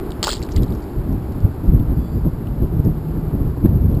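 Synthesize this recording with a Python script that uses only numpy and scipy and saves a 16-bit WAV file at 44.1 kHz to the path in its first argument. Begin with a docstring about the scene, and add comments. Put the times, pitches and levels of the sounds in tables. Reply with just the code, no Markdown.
"""Frozen pond, at a hole in the ice. A fish is let go: it slaps the water, the cavity sloshes and gulps,
spray patters down and a few drips follow. Wind buffets the body-worn microphone throughout, over a far
roar and hiss; a faint bird calls once, a low tone swells and a bump knocks the microphone.
The recorder clips on the strongest buffets and holds each sample at a low rate,
which mirrors the sound into the treble."""
import sys
import numpy as np
from scipy import signal
from scipy.fft import rfft, irfft
from scipy.io import wavfile
from scipy.ndimage import uniform_filter1d

SR = 44100
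rng = np.random.default_rng(int(sys.argv[2]) if len(sys.argv) > 2 else 0)


def int16_out(signal):
    """Quantize to a 16-bit WAV file."""
    q = np.round(np.clip(np.atleast_2d(signal).T, -1, 1) * 32767)
    wavfile.write(sys.argv[1], SR, q.astype(np.int16))


N = 176400
T = np.arange(N) / SR
HZ = np.maximum(np.arange(N // 2 + 1) * SR / N, 1)
HOLD_RATE_HZ = 12000


def from_db(db):
    """Decibels to gain."""
    return 10 ** (np.asarray(db) / 20)


def unit_rms(x):
    """Scale to rms 1."""
    return x / np.sqrt(np.mean(x ** 2) + 1e-20)


def curve(rows):
    """Linear interpolation of (time_s, value) rows."""
    return np.interp(T, *np.transpose(rows))


def coloured(x, colour, tilt_db_per_octave=0):
    """Filter by (freq_hz, gain_db) rows plus a tilt; rms 1."""
    hz, db = np.transpose(colour)
    shape_db = np.interp(np.log(HZ), np.log(hz), db) + tilt_db_per_octave * np.log2(HZ)
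    return unit_rms(irfft(rfft(x) * from_db(shape_db), N))


def noise():
    """White noise."""
    return rng.standard_normal(N)


def narrow_noise(hz, width_hz):
    """Gaussian band of noise; rms 1."""
    band = np.exp(-0.5 * ((HZ - hz) / (width_hz / 2)) ** 2)
    return unit_rms(irfft(rfft(noise()) * band, N))


def evened(x, window_s):
    """Divide by the running rms to flatten chance swells."""
    size = max(int(window_s * SR), 3)
    power = uniform_filter1d(uniform_filter1d(x ** 2, size), size)
    return x / np.sqrt(np.abs(power) + 1e-12)


def swell(middle_s, length_s):
    """Bell-shaped envelope."""
    return np.exp(-np.minimum((2 * (T - middle_s) / length_s) ** 2, 40))


def burst(start_s, decay_ms):
    """Instant attack, exponential decay."""
    return (T >= start_s) * np.exp(-np.clip((T - start_s) * 1000 / decay_ms, 0, 40))


def bubble(start_s, hz, t60_s):
    """Ringing air pocket: a damped sine that climbs in pitch."""
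    rise_per_t60, attack_s = 0.087, 0.00052
    age_s = np.clip(T - start_s, 0, 2 * t60_s)
    phase = 2 * np.pi * hz * age_s * (1 + rise_per_t60 * age_s / t60_s / 2)
    return np.sin(phase) * from_db(-60 * age_s / t60_s) * (1 - np.exp(-age_s / attack_s))


def wind():
    """Fluttering rumble of wind on the microphone port."""
    # time_s, level_db
    strength = [(0, -25), (0.15, -31), (0.3, -31), (0.45, -26), (0.7, -20.5), (0.88, -31), (1.1, -23.5),
                (1.27, -25), (1.55, -22.5), (1.9, -17), (2.06, -21.5), (2.4, -22), (2.65, -20.5),
                (3.0, -22.5), (3.3, -22.5), (3.52, -21.5), (3.8, -14.5), (4, -17.5)]
    # freq_hz, gain_db
    colour = [(12, -20), (25, 0), (65, 3.5), (115, 0), (160, -3), (205, -8), (280, -8.5), (480, -24),
              (900, -35), (2000, -58.5), (5500, -61.5)]
    flutter_db = 3 * narrow_noise(0, width_hz=27.4)
    rumble = evened(coloured(noise(), colour), window_s=0.054)
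    return rumble * from_db(curve(strength) + flutter_db)


def buffets():
    """Single eddies thump against the microphone."""
    # middle_s, length_s, level_db, tilt_db_per_octave
    eddies = [(0.042, 0.069, -26.5, -4), (0.578, 0.043, -8.5, -4.5), (0.608, 0.039, -9.5, 1),
              (0.716, 0.048, -18.5, 2), (0.992, 0.047, -14, -5), (1.13, 0.092, -15.5, -0.5),
              (1.448, 0.024, -6.5, -2.5), (1.693, 0.023, -5.5, -3.5), (1.747, .05, -6.5, -0.5),
              (1.806, 0.026, -5, -3), (1.983, 0.036, -15.5, -2.5), (2.164, 0.056, -15.5, 1.5),
              (2.265, 0.03, -11, 2.5), (2.801, 0.023, -11, 0), (2.866, 0.043, -10.5, 0.5),
              (3.35, 0.029, -12, 0), (3.397, 0.037, -16.5, 0), (3.655, 0.03, -6, 1.5),
              (3.745, 0.12, -14.5, -0.5), (3.86, 0.059, -11.5, -0.5)]
    # freq_hz, gain_db
    colour = [(12, -31), (25, -3), (65, 3.5), (150, -1.5), (300, -12.5), (480, -25.5), (900, -44.5),
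              (2000, -65), (5500, -84)]
    out = 0
    for middle_s, length_s, db, tilt in eddies:
        rumble = evened(coloured(noise(), colour, tilt), window_s=0.041)
        out += from_db(db) * swell(middle_s, length_s) * rumble
    return out


def far_roar():
    """Wind in the trees along the shore."""
    # time_s, level_db
    levels = [(0, -27), (0.2, -37), (0.8, -32.5), (1.3, -39), (2.4, -40), (3.1, -35.5), (4, -38)]
    return from_db(curve(levels)) * evened(narrow_noise(hz=342, width_hz=147), window_s=0.038)


def far_hiss():
    """Dull distant hiss, drifting in level."""
    # time_s, level_db
    levels = [(0, -31.5), (0.8, -33.5), (1.5, -34.5), (2.5, -36), (3.3, -34.5), (4, -37)]
    # freq_hz, gain_db
    colour = [(60, 1), (380, 1), (520, -6.5), (800, -7.5), (1350, -15), (1800, -22.5), (2500, -28),
              (3500, -32.5), (4700, -31), (5800, -37)]
    return from_db(curve(levels)) * coloured(noise(), colour)


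def drips():
    """Each drip: a wet tick with a small bubble ringing under it."""
    # start_s, level_db, pitch_hz, decay_ms
    drops = [(0.1052, -31, 4220, 1.5), (0.1191, -31, 3700, 1.3), (0.3587, -31, 4640, 3.3),
             (0.368, -33, 3170, 2), (0.4180, -34.5, 1950, 3), (0.4260, -35.5, 4450, 5.5),
             (0.4343, -33.5, 4100, 2.5), (0.4490, -43, 4500, 3), (0.4630, -46, 5100, 4),
             (0.4894, -31, 1580, 1.5), (0.5180, -32.5, 5600, 5.6), (0.562, -24, 4650, 2.6),
             (0.568, -34, 1980, 4.9), (0.5770, -42.5, 3450, 13), (0.622, -36.5, 5500, 2.2),
             (0.6318, -30, 3800, 1.6), (0.6800, -49, 3870, 4), (0.7220, -45, 3770, 3.6),
             (0.749, -46, 5540, 4.8), (0.8220, -51, 4600, 8.7), (1.1260, -47, 5600, 3),
             (1.3210, -47, 4500, 4.3), (1.4030, -48, 4600, 2.6), (1.7960, -45.5, 3530, 2.3),
             (2.471, -44, 2900, 2.8), (2.849, -45, 5200, 1.8), (3.604, -46.5, 3730, 1.6),
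             (3.948, -48, 4150, 3.3)]
    half_width_octaves, tick_db, ring_db = 0.36, -0.5, 0.5
    spectrum = rfft(noise()) * (HZ < HOLD_RATE_HZ / 2)
    out = 0
    for start_s, db, hz, decay_ms in drops:
        band = 1 / (1 + (np.log2(HZ / hz) / half_width_octaves) ** 2)
        tick = unit_rms(irfft(spectrum * band, N)) * burst(start_s, decay_ms)
        ring = bubble(start_s, hz, t60_s=5.7 * decay_ms / 1000)
        out += from_db(db + tick_db) * tick + from_db(db + ring_db) * ring
    return out


def gulps():
    """Trapped air pockets ring as the cavity closes."""
    # start_s, pitch_hz, level_db, t60_s
    pockets = [(0.2275, 400, -9, 0.01), (0.2318, 970, -22, 0.01), (0.242, 1380, -18, 0.016),
               (0.251, 920, -24, 0.035), (0.269, 842, -12, 0.03), (0.2705, 598, -17, 0.037),
               (0.2795, 1097, -13, 0.017), (0.279, 1420, -17.5, .025), (0.2885, 582, -16, 0.03),
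               (0.29, 1260, -22, 0.024), (0.2970, 1540, -23, 0.027)]
    return sum(from_db(db) * bubble(start_s, hz, t60_s) for start_s, hz, db, t60_s in pockets)


def droplets(rate_per_s, spread_db, t60_cycles):
    """Tiny drops of random size and timing, each ringing at one of 24 pitches."""
    sizes = from_db(spread_db * np.minimum(rng.exponential(1, N), 4))
    impacts = sizes * rng.choice([-1, 1], N) * (rng.random(N) < rate_per_s / SR)
    pitches_hz = np.geomspace(1100, 5800, num=24)
    pitch_index = rng.integers(0, len(pitches_hz), N)
    out = 0
    for k, hz in enumerate(pitches_hz):
        radius = np.exp(-np.log(1000) * hz / (t60_cycles * SR))
        angle = 2 * np.pi * hz / SR
        poles = [1, -2 * radius * np.cos(angle), radius ** 2]
        out += hz * signal.lfilter([0, np.sin(angle)], poles, impacts * (pitch_index == k) + 1e-18)
    return out


def spray():
    """A dense shower swells and dies fast; a thin patter lingers on ice and water."""
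    # freq_hz, gain_db
    colour = [(500, -24), (1400, -9), (1950, -5.5), (2400, -12), (3100, -0.5), (4200, 4), (5000, 4),
              (5800, 1.5)]
    start_s, attack_s, crest_s = 0.228, 0.008, 0.32
    shower_fall_db_per_s, patter_fall_db_per_s = 343, 25.5
    onset = np.clip((T - start_s) / attack_s, 0, 1)
    tail_s = np.maximum(T - crest_s, 0)
    shower_db = np.interp(T, [start_s, crest_s], [-31.5, -25]) - shower_fall_db_per_s * tail_s
    patter_db = -49.5 - patter_fall_db_per_s * tail_s
    shower = coloured(droplets(rate_per_s=1800, spread_db=4, t60_cycles=32), colour)
    patter = coloured(droplets(rate_per_s=600, spread_db=3.5, t60_cycles=24), colour)
    return onset * (evened(shower, window_s=0.025) * from_db(shower_db) + patter * from_db(patter_db))


def slaps():
    """The fish's body hits the water: short, bright noise bursts."""
    # start_s, level_db, decay_ms
    hits = [(0.2287, -7.5, 1.65), (0.2320, -12.5, 1.3), (0.24, -10, 2.7), (0.2457, -14, 2),
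            (0.2585, -24, 3), (0.2704, -7, 0.98), (0.291, -13.5, 1.0), (0.3022, -20, 3),
            (0.3302, -15.5, 2.9)]
    # freq_hz, gain_db
    colour = [(150, -8), (600, 4), (1400, -1), (2350, -6.5), (3200, 3.5), (4600, 9.5), (5800, -1.5)]
    envelope = sum(from_db(db) * burst(start_s, decay_ms) for start_s, db, decay_ms in hits)
    return envelope * evened(coloured(noise(), colour), window_s=0.0016)


def slosh():
    """The closing cavity sloshes hollowly in the hole."""
    # start_s, level_db, decay_ms
    surges = [(0.2312, -27.5, 11), (0.2703, -29, 9), (0.279, -27, 12)]
    # freq_hz, gain_db
    colour = [(300, -18), (570, 1), (700, -2), (860, 0), (1450, 0), (1700, -18), (3000, -26)]
    envelope = sum(from_db(db) * burst(start_s, decay_ms) for start_s, db, decay_ms in surges)
    return envelope * evened(coloured(noise(), colour), window_s=0.006)


def bird():
    """One far call: a whistle overlapping a higher buzz."""
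    # middle_s, length_s, pitch_hz, width_hz, level_db
    notes = [(2.04, .14, 3420, 20, -63.5), (2.093, 0.26, 4670, 450, -61)]
    return sum(from_db(db) * swell(middle_s, length_s) * evened(narrow_noise(hz, width_hz), 0.036)
               for middle_s, length_s, hz, width_hz, db in notes)


def low_tone():
    """A low tone swells and fades in the wind."""
    tone = evened(narrow_noise(hz=156, width_hz=5.6), window_s=0.12)
    return from_db(-24) * swell(middle_s=3, length_s=1) * tone


def bump():
    """One dull knock against the microphone."""
    # freq_hz, gain_db
    colour = [(40, -2), (120, 0.5), (270, -1), (480, -26), (900, -38), (1900, -42), (3000, -55),
              (5500, -64)]
    start_s, level_db, decay_ms = 3.6555, -7, 7
    knock = coloured(noise() * burst(start_s, decay_ms), colour)
    burst_rms = np.sqrt(decay_ms / 2000 * SR / N)  # refers level_db to the onset
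    return from_db(level_db) * burst_rms * knock


def scene():
    """All sources at one microphone."""
    air = wind() + buffets() + far_roar() + far_hiss()
    water = drips() + gulps() + spray() + slaps() + slosh()
    return (air + water + bird() + low_tone() + bump())[None]


def record(dry):
    """Clip, low-pass, sample and hold (mirror images in the treble), top cut, clip."""
    input_lowpass = signal.butter(N=16, Wn=5560, fs=SR, output="sos")
    top_cut = signal.ellip(N=10, rp=0.2, rs=80, Wn=15250, fs=SR, output="sos")
    steps_per_hold = 4
    fine_rate_hz = steps_per_hold * HOLD_RATE_HZ
    filtered = signal.sosfilt(input_lowpass, np.clip(dry, -1, 1))
    fine = signal.resample_poly(filtered, fine_rate_hz, SR, axis=1)
    staircase = np.repeat(fine[:, ::steps_per_hold], steps_per_hold, axis=1)
    held = signal.resample_poly(staircase, SR, fine_rate_hz, axis=1)[:, :N]
    return np.clip(signal.sosfilt(top_cut, held), -1, 1)


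dry = scene()
out = record(dry)
int16_out(out)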